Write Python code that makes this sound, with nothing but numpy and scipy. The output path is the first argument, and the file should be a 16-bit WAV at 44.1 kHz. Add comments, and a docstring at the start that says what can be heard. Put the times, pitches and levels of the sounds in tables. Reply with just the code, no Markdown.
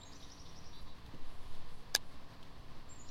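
"""A baitcasting reel, close to the microphone, in a kayak drifting on a quiet wooded creek.
Sleeve and rod brush and bump, line hisses faintly off the spinning spool, then the gear snaps
home with one sharp, ringing click. Back in the trees small birds whistle and chirp, and echoes
trail each note. An engine drones far off, and air sways against the microphone."""
import sys
import numpy as np
from scipy import signal
from scipy.fft import rfft, irfft
from scipy.io import wavfile

SR = 44100
rng = np.random.default_rng(int(sys.argv[2]) if len(sys.argv) > 2 else 0)


def to_wav(s):
    """Save 16-bit WAV."""
    ch = np.atleast_2d(s).T  # columns
    pcm = np.round(np.clip(ch, -1, 1) * 32767)  # PCM
    wavfile.write(sys.argv[1], SR, pcm.astype(np.int16))


N = 136710
TIME = np.arange(N) / SR
CUTOFF_HZ = 15900

# spectra of the creek's hush and of its trace of stereo width: f/Hz, level/dB
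HUSH_COLOUR = [(30, -4.5), (75, -3), (130, -8), (220, -11.5), (350, -15.5), (500, -16.5), (900, -17),
               (1080, -14.5), (1400, -22), (1800, -21), (2300, -24.5), (4400, -23.5), (5400, -30.5),
               (7000, -39), (10000, -41.5), (15500, -45)]
SIDE_COLOUR = [(200, -6), (2500, -10.5), (11000, 2), (15000, -26)]
# air pushing on the microphone as the body turns: t/s, level/dB
SWAY_LEVELS = [(0, -45), (.6, -48.5), (.85, -41), (1.45, -35), (1.9, -44.5), (3.1, -43.5)]
# spectrum of the rumble in that air: f/Hz, level/dB
RUMBLE_COLOUR = [(20, 6), (40, -2), (70, -16.5), (1000, -77)]
# outline of the far engine's harmonics: f/Hz, level/dB
ENGINE_SPECTRUM = [(38, -69), (133, -71.5), (240, -79), (285, -73), (304, -87.5), (490, -81), (590, -94),
                   (665, -82), (850, -90), (1040, -78.5), (1120, -88), (1220, -90.5)]
# thin arched whistles: t/s, length/s, top f/Hz, level/dB
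WHISTLES = [(-.025, 0.074, 7370, -67.5), (0.046, 0.045, 6650, -64.5), (2.888, 0.06, 7410, -59.5),
            (2.983, 0.052, 6990, -58.5)]
# low raspy chips, and a run of rising chirps: t/s, top f/Hz, level/dB
CHIPS = [(.008, 3950, -61.5), (.219, 3840, -57.5), (0.451, 3700, -63.5), (3.081, 4300, -66)]
CHIRPS = [(.112, 5950, -60.5), (.197, 5780, -61), (.283, 5800, -60.5), (.367, 5730, -61), (.452, 5700, -63),
          (.538, 5700, -61.5), (.628, 5670, -62.5), (3.055, 5860, -64)]
# swishes of line and sleeve: centre t/s, half length/s, level/dB
SWISHES = [(.38, 0.26, -80), (0.796, 0.055, -80.5), (1.307, 0.054, -76.5), (1.49, 0.1, -75),
           (1.75, 0.064, -75), (2.1, 0.061, -78)]
# their spectrum: f/Hz, level/dB
SWISH_COLOUR = [(3000, -11), (7500, -7), (10500, -3), (13500, -15), (16000, -38)]
# thin high squeaks: t/s, length/s, first f/Hz, last f/Hz, level/dB
SQUEAKS = [(0.186, 0.02, 10600, 10750, -78), (.195, .115, 11500, 10600, -82),
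           (.735, 0.043, 11800, 12900, -83), (0.804, 0.026, 11600, 10500, -75)]
# nasal bird calls: t/s, length/s, f/Hz, level/dB
NASAL_CALLS = [(0.725, 0.09, 362, -61.5), (0.863, 0.076, 356.5, -66.5)]
# their partials: harmonic number, level/dB
NASAL_PARTIALS = [(10, -6), (11, -2), (12, -9), (13, -7)]
# ticks of hand and tackle: t/s, level/dB, t60/s
TICKS = [(0.787, -56, .012), (.828, -59, .02), (1.062, -57.5, 0.052), (1.146, -60.5, 0.031),
         (1.549, -59, .02), (2.429, -56.5, 0.042)]
# their spectrum: f/Hz, level/dB
TICK_COLOUR = [(1000, -31), (3100, 6), (8000, -13), (12000, -17), (16000, -26)]
# low surges as the angler shifts: centre t/s, half length/s, level/dB
SURGES = [(.84, .03, -55), (1.07, 0.024, -52), (2.6, 0.017, -54.5)]
# their spectrum: f/Hz, level/dB
SURGE_COLOUR = [(40, 1.5), (105, -3), (400, -49)]
# bumps of the rod butt: t/s, level/dB
BUMPS = [(1.1365, -47.5), (1.218, -57)]
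# spectrum of the butt rubbing: f/Hz, level/dB
RUB_COLOUR = [(150, 7.5), (420, 0), (900, -9), (1500, -32.5), (5000, -50)]
# the spool's whir through the cast: t/s, level/dB
SPOOL_LEVELS = [(1.2, -91), (1.38, -80), (1.54, -66), (1.66, -75), (1.93, -97), (2.0, -100)]
# its spectrum: f/Hz, level/dB
SPOOL_COLOUR = [(800, -21), (2000, -14), (3400, 0.5), (5000, -9), (7000, -23), (14000, -29)]
# contacts inside the reel as it engages: t/s, level/dB, low f/Hz, high f/Hz
CONTACTS = [(1.944, -27, 3800, 13100), (1.9467, -16, 3800, 12900), (1.9485, -14, 302, 4530),
            (1.9492, -16, 4000, 8900), (1.9503, -2, 407, 12400)]
# modes of the reel's body and of its thumb bar: f/Hz, level/dB, t60/s
REEL_MODES = [(410, -47, 0.032), (830, -35.5, 0.018), (1675, -20.5, 0.026), (2380, -30.5, 0.013),
              (3720, -26, 0.014), (4925, -11.3, 0.0052), (6080, -16.5, 0.0037), (7650, -27, 0.006),
              (8600, -32, 0.0043), (9990, -29, 0.0069), (12400, -29.5, 0.003), (13700, -32, 0.003)]
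BAR_MODES = [(360, -54, 0.077), (880, -38.5, .024), (3950, -26, .009), (6970, -27, .005), (9200, -28, .004),
             (13000, -30, .0025)]
# spectrum of loose parts and hull ringing after the click: f/Hz, level/dB
RATTLE_COLOUR = [(200, -6), (400, -10), (850, 11.5), (1400, -7), (2600, 5), (4100, 7.5), (5500, -4),
                 (7000, -4), (10000, -6.5), (16000, -32)]


def from_db(db):
    """Decibels to gain."""
    return 10 ** (np.asarray(db) / 20)


def rms_one(x):
    """Scale to unit rms."""
    return x / np.sqrt(np.mean(x ** 2) + 1e-20)


def band(x, low_hz, high_hz, order=2):
    """Butterworth band-pass."""
    return signal.sosfilt(signal.butter(order, [low_hz, high_hz], "band", fs=SR, output="sos"), x + 1e-18)


def noise(colour):
    """Noise of unit rms with the given spectral shape, rolled off below its first point."""
    hz, db = np.transpose(colour)
    f = np.fft.rfftfreq(N, 1 / SR) + 1e-3
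    gain = from_db(np.interp(np.log(f), np.log(hz), db)) * np.minimum(f / hz[0], 1)
    return rms_one(irfft(rfft(rng.standard_normal(N)) * gain, N))


def drift(rate_hz):
    """A random wander of unit rms, mostly slower than rate_hz."""
    f = np.fft.rfftfreq(N, 1 / SR)
    return rms_one(irfft(rfft(rng.standard_normal(N)) / (1 + (f / rate_hz) ** 4), N))


def tap(t):
    """A unit impulse at time t."""
    return signal.unit_impulse(N, int(t * SR))


def dying(t, t60):
    """An envelope that jumps to one at time t and falls 60 dB in t60 seconds."""
    return (TIME >= t) * from_db(-60 * np.maximum(TIME - t, 0) / t60)


def ring(force, hz, t60):
    """One damped mode driven by a force."""
    radius, angle = from_db(-60 / (t60 * SR)), 2 * np.pi * hz / SR
    return signal.lfilter([0, np.sin(angle)], [1, -2 * radius * np.cos(angle), radius ** 2], force + 1e-18)


def note(start, length, edge_s=0.0086):
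    """Time within a note, and its soft-edged gate."""
    age = np.clip(TIME - start, 0, length)
    return age, np.clip(np.minimum(age, length - age) / edge_s, 0, 1)


def swells(rows):
    """An envelope of rounded swells."""
    return sum(from_db(db) * np.exp(-((TIME - t) / half) ** 4 / 2) for t, half, db in rows)


def tone(hz):
    """A sine of unit rms following a pitch curve."""
    return np.sqrt(2) * np.sin(2 * np.pi * np.cumsum(hz) / SR)


def creek():
    """The hush of water and forest all around, flickering slightly in level."""
    return from_db(-58 + 0.82 * drift(rate_hz=12)) * noise(HUSH_COLOUR)


def microphone_air():
    """Air pushes unevenly on the microphone: a slow sway with a faint rumble above it."""
    sway = rms_one(band(rng.standard_normal(N), low_hz=5, high_hz=8.93))
    rumble = from_db(-25.5) * noise(RUMBLE_COLOUR)
    return from_db(np.interp(TIME, *np.transpose(SWAY_LEVELS))) * (sway + rumble)


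def far_engine(firing_hz=19.03):
    """Distance smears the firing pulses into a drone whose harmonics each fade in and out."""
    out = 0
    for hz in firing_hz * np.arange(2, 65):
        gain = from_db(np.interp(hz, *np.transpose(ENGINE_SPECTRUM)))
        fading = rms_one(1 + .45 * drift(rate_hz=1.12))
        out += gain * fading * np.sqrt(2) * np.sin(2 * np.pi * (hz * TIME + rng.random()))
    return out


def whistles(rise_s=0.006, fall_s=0.0026):
    """A bird's thin whistles scoop up to a wavering pitch and drop at the end."""
    waver = 1 + 0.0095 * drift(rate_hz=180)
    out = 0
    for start, length, hz, db in WHISTLES:
        age, gate = note(start, length, edge_s=0.014)
        arch = 1 - 0.083 * np.exp(-age / rise_s) - 0.055 * np.exp((age - length) / fall_s)
        out += from_db(db) * gate * tone(hz * arch * waver)
    return out


def chips(rasp, rise_s=0.00817):
    """Short, lower bird notes scoop upward; a fast pitch flutter makes them raspy."""
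    out = 0
    for start, hz, db in CHIPS:
        age, gate = note(start, length=0.037)
        scoop = 1 - .22 * np.exp(-age / rise_s)
        out += from_db(db) * gate * tone(hz * scoop * (1 + .6 * rasp))
    return out


def chirps(rasp, rise_s=.042, swell_db=5):
    """Each chirp grows louder and cleaner as its pitch climbs."""
    out = 0
    for start, hz, db in CHIRPS:
        age, gate = note(start, length=.06)
        climb_left = 1 - np.minimum(age / rise_s, 1)
        pitch = hz * (1 - .32 * climb_left) * (1 + rasp * (.2 + climb_left))
        out += from_db(db - swell_db * climb_left) * gate * tone(pitch)
    return out


def songbirds(rough_db=3):
    """Small birds in the trees, their song roughened by a fast flicker in level."""
    song = whistles()
    rasp = .14 * rms_one(band(rng.standard_normal(N), low_hz=200, high_hz=800))
    song += chips(rasp) + chirps(rasp)
    return song * from_db(rough_db * drift(rate_hz=120))


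def woods(x, wet_db):
    """Trunks and leaves scatter a long tail that reaches the microphone after the direct sound."""
    echoes = rng.standard_normal(N) * dying(t=.012, t60=0.81)
    return x + from_db(wet_db) * signal.fftconvolve(x, echoes / np.linalg.norm(echoes))[:N]


def swishes():
    """Line and sleeve brush close by as the rod is brought round."""
    return noise(SWISH_COLOUR) * swells(SWISHES)


def squeaks():
    """Faint wavering glides, very high."""
    waver = 1 + .022 * drift(rate_hz=200)
    out = 0
    for start, length, first_hz, last_hz, db in SQUEAKS:
        age, gate = note(start, length)
        glide = first_hz + (last_hz - first_hz) * age / length
        out += from_db(db) * gate * tone(glide * waver)
    return out


def nasal_bird(rise_s=0.0149):
    """Two buzzy calls from the trees, each a stack of high harmonics scooping up to pitch."""
    out = 0
    for start, length, hz, db in NASAL_CALLS:
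        age, gate = note(start, length)
        pitch = hz * (1 - 0.092 * np.exp(-age / rise_s) + .004 * drift(rate_hz=150))
        out += gate * sum(from_db(db + partial_db) * tone(k * pitch) for k, partial_db in NASAL_PARTIALS)
    return out


def tackle_ticks():
    """Hand and tackle touch in small, quickly dying bursts of noise."""
    return noise(TICK_COLOUR) * sum(from_db(db) * dying(t, t60) for t, db, t60 in TICKS)


def boat_surges():
    """Low swells as the angler shifts in the kayak."""
    return noise(SURGE_COLOUR) * swells(SURGES)


def rod_bumps(first_hz=340, last_hz=150, fall_s=.012, attack_s=.004):
    """The rod butt bumps softly with a hollow, falling tone, and rubs on the first bump."""
    thuds = 0
    for t, db in BUMPS:
        age = np.maximum(TIME - t, 0)
        pitch = last_hz + (first_hz - last_hz) * np.exp(-age / fall_s)
        envelope = np.minimum(age / attack_s, 1) * dying(t, t60=.15)
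        thuds += from_db(db) * envelope * tone(pitch)
    _, rub_gate = note(BUMPS[0][0], length=0.035)
    return thuds + from_db(-53) * noise(RUB_COLOUR) * rub_gate


def spool(turn_hz=191):
    """Line peels off the spool in a hiss that pulses with each turn."""
    turning = 1 + 0.55 * np.sin(2 * np.pi * turn_hz * TIME)
    return from_db(np.interp(TIME, *np.transpose(SPOOL_LEVELS))) * turning * noise(SPOOL_COLOUR)


def reel_click(chatter_s=.00081, notch_hz=1290):
    """Close up, the gear snaps home: each contact cracks, chatters once and rings the reel's body."""
    force = sum(from_db(db) * band(tap(t), low, high) for t, db, low, high in CONTACTS)
    rebound = np.roll(force, round(chatter_s * SR))
    force += from_db(-5) * band(rebound, low_hz=2630, high_hz=CUTOFF_HZ, order=1)
    body = sum(from_db(db) * ring(force, hz, t60) for hz, db, t60 in REEL_MODES)
    grit = from_db(-19.5) * rng.standard_normal(N)
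    crack = sum(from_db(db) * band(grit * dying(t, t60=0.011), low, high) for t, db, low, high in CONTACTS)
    return signal.lfilter(*signal.iirnotch(notch_hz, Q=3, fs=SR), body + crack)


def thumb_bar(t=1.9602):
    """The bar pops up and rings just after the gear engages; loose parts and hull rattle on."""
    bar = sum((-1) ** k * from_db(db) * ring(tap(t), hz, t60) for k, (hz, db, t60) in enumerate(BAR_MODES))
    rattle = from_db(-37.5 + 3 * drift(rate_hz=400)) * noise(RATTLE_COLOUR)
    return bar + rattle * dying(t, t60=0.049)


def scene():
    """Heard from the kayak: everything sits in the centre, with a trace of width in the hush."""
    birds = woods(songbirds(), wet_db=-3) + woods(nasal_bird(), wet_db=-8.5)
    width = from_db(-90) * noise(SIDE_COLOUR) * np.array([[1], [-1]])
    angler = reel_click() + thumb_bar() + tackle_ticks() + rod_bumps() + swishes() + spool()
    background = squeaks() + far_engine() + creek() + microphone_air() + boat_surges()
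    return angler + birds + background + width


def record(dry):
    """The recorder cuts the top of the treble steeply."""
    return signal.sosfilt(signal.ellip(10, .1, 70, CUTOFF_HZ, fs=SR, output="sos"), dry)


dry = scene()
out = record(dry)
to_wav(out)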